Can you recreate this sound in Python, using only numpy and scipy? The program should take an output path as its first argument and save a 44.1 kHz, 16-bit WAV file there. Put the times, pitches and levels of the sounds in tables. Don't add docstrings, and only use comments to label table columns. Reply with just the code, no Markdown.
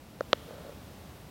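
import sys
import numpy as np
from scipy import signal
from scipy.fft import rfft, irfft
from scipy.io import wavfile

SR = 44100
rng = np.random.default_rng(int(sys.argv[2]) if len(sys.argv) > 2 else 0)


def generate_wav(signal):
    frames = np.transpose(np.atleast_2d(signal))
    scaled = np.clip(frames, -1, 1) * 32767
    pcm = np.round(scaled).astype(np.int16)
    wavfile.write(sys.argv[1], SR, pcm)


N = 57330


def from_db(db):
    return 10 ** (np.asarray(db) / 20)


def rms_one(x):
    return x / np.sqrt(np.mean(x ** 2) + 1e-20)


def low_pass(x, hz, order=2):
    return signal.sosfilt(signal.butter(order, hz, fs=SR, output="sos"), x + 1e-18)


def high_pass(x, hz, order=2):
    return signal.sosfilt(signal.butter(order, hz, "high", fs=SR, output="sos"), x + 1e-18)


def impulse(start_s):
    return 1.0 * (np.arange(N) == int(start_s * SR))


# frequency in Hz, relative spectral density in dB.
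HALL_SPECTRUM = [(20, -27), (38, -17), (52, -1), (78, 3), (105, -1), (170, -.5), (270, -4), (385, -9.5),
                 (560, -8.5), (920, -14), (1600, -20), (3600, -23.5), (5600, -29), (8800, -42),
                 (16000, -50)]
# time in seconds, gain in dB.
BACKGROUND_GAIN = [(0, -3.0), (.17, -2.5), (.3, 0), (.42, .7), (.75, 0), (1.1, 0), (1.3, -.8)]


def background(hall_db=-48.3, hiss_db=-59.7):
    hz, db = np.transpose(HALL_SPECTRUM)
    bins_hz = np.maximum(np.arange(N // 2 + 1) * SR / N, 1)
    spectrum = from_db(np.interp(np.log(bins_hz), np.log(hz), db))
    rumble = rms_one(irfft(rfft(rng.standard_normal(N)) * spectrum, N))
    hiss = rng.standard_normal(N)
    gain_db = np.interp(np.arange(N) / SR, *np.transpose(BACKGROUND_GAIN))
    return from_db(gain_db) * (from_db(hall_db) * rumble + from_db(hiss_db) * hiss)


def reverberation(direct, t60_s=2.4, build_up_s=.02, level_db=-30):
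    t = np.arange(N) / SR
    noise = high_pass(low_pass(rng.standard_normal(N), 7000), 1300, order=1)
    tail = noise * np.exp(-np.log(1000) * t / t60_s) * np.clip(t / build_up_s, 0, 1)
    return from_db(level_db) * signal.fftconvolve(direct, rms_one(tail) / np.sqrt(N))[:N]


def damped_mode(force, hz, t60_s):
    decay = np.exp(-np.log(1000) / (t60_s * SR))
    step = 2 * np.pi * hz / SR
    return signal.lfilter([0, np.sin(step)], [1, -2 * decay * np.cos(step), decay ** 2], force + 1e-18)


def driven_mode(force, hz, t60_s):
    t = np.arange(N // 20) / SR
    age = t * np.log(1000) / t60_s
    response = age * np.exp(1 - age) * np.sin(2 * np.pi * hz * t)
    return signal.fftconvolve(force, response)[:N]


# frequency in Hz, 60 dB decay time in seconds,
# level when pressed in dB, level when let go in dB, direction of swing as +1 or -1.
CASE_MODES = [(261, .0111, -42, -20, 1), (665, .018, -38, -32, 1), (1033, .0073, -26, -9.5, 1),
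              (1348, .0072, -17, -6, -1), (1815, .0067, -47, -12, -1), (1850, .0043, -27, -12, 1),
              (3170, .0035, -43, -5, 1), (4189, .0037, -35, -9, -1), (5750, .0029, -36, -19.5, 1),
              (11300, .0016, -46, -42, -1)]
HOLLOW_MODE = (540, .0097, -19, -12.4)


def case(force, let_go=False, modes_db=0):
    modes = sum(sign * damped_mode(force, hz, t60_s) * from_db(release_db if let_go else press_db)
                for hz, t60_s, press_db, release_db, sign in CASE_MODES)
    hz, t60_s, press_db, release_db = HOLLOW_MODE
    hollow = from_db(release_db if let_go else press_db) * driven_mode(force, hz, t60_s)
    return high_pass(from_db(modes_db) * modes - hollow, 60)


# start in seconds, level of the hollow resonance in dB.
FINGER_CATCHES = [(.4885, -39), (.5085, -32), (.5310, -42), (.6105, -42), (.6490, -40.5), (.6655, -39),
                  (.6865, -40), (.6935, -34), (.7240, -41)]


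def finger(start_s=.43, end_s=.78, attack_s=.07, fade_s=.08, slips_per_s=1500, slide_db=-50):
    t = np.arange(N) / SR
    stroke = np.clip(np.minimum((t - start_s) / attack_s, (end_s - t) / fade_s), 0, 1)
    slips = (rng.random(N) < slips_per_s / SR) * rng.choice([-1, 1], N)
    slips = slips * from_db(2 * rng.standard_normal(N))
    slide = from_db(slide_db) * stroke * rms_one(case(slips, modes_db=-4))
    catches = sum(from_db(db - HOLLOW_MODE[2]) * impulse(s) for s, db in FINGER_CATCHES)
    return slide + case(catches, modes_db=-13)


def button(press_s=.20778, release_s=.3306, contact_hz=12500):
    knock = case(impulse(press_s))
    snap = case(impulse(release_s), let_go=True)
    return low_pass(knock + snap, contact_hz, order=4)


def scene():
    clicks = button()
    return (background() + finger() + clicks + reverberation(clicks))[None]


def record(dry, cutoff_hz=16000):
    return signal.sosfilt(signal.ellip(12, .1, 70, cutoff_hz, fs=SR, output="sos"), dry)


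dry = scene()
out = record(dry)
generate_wav(out)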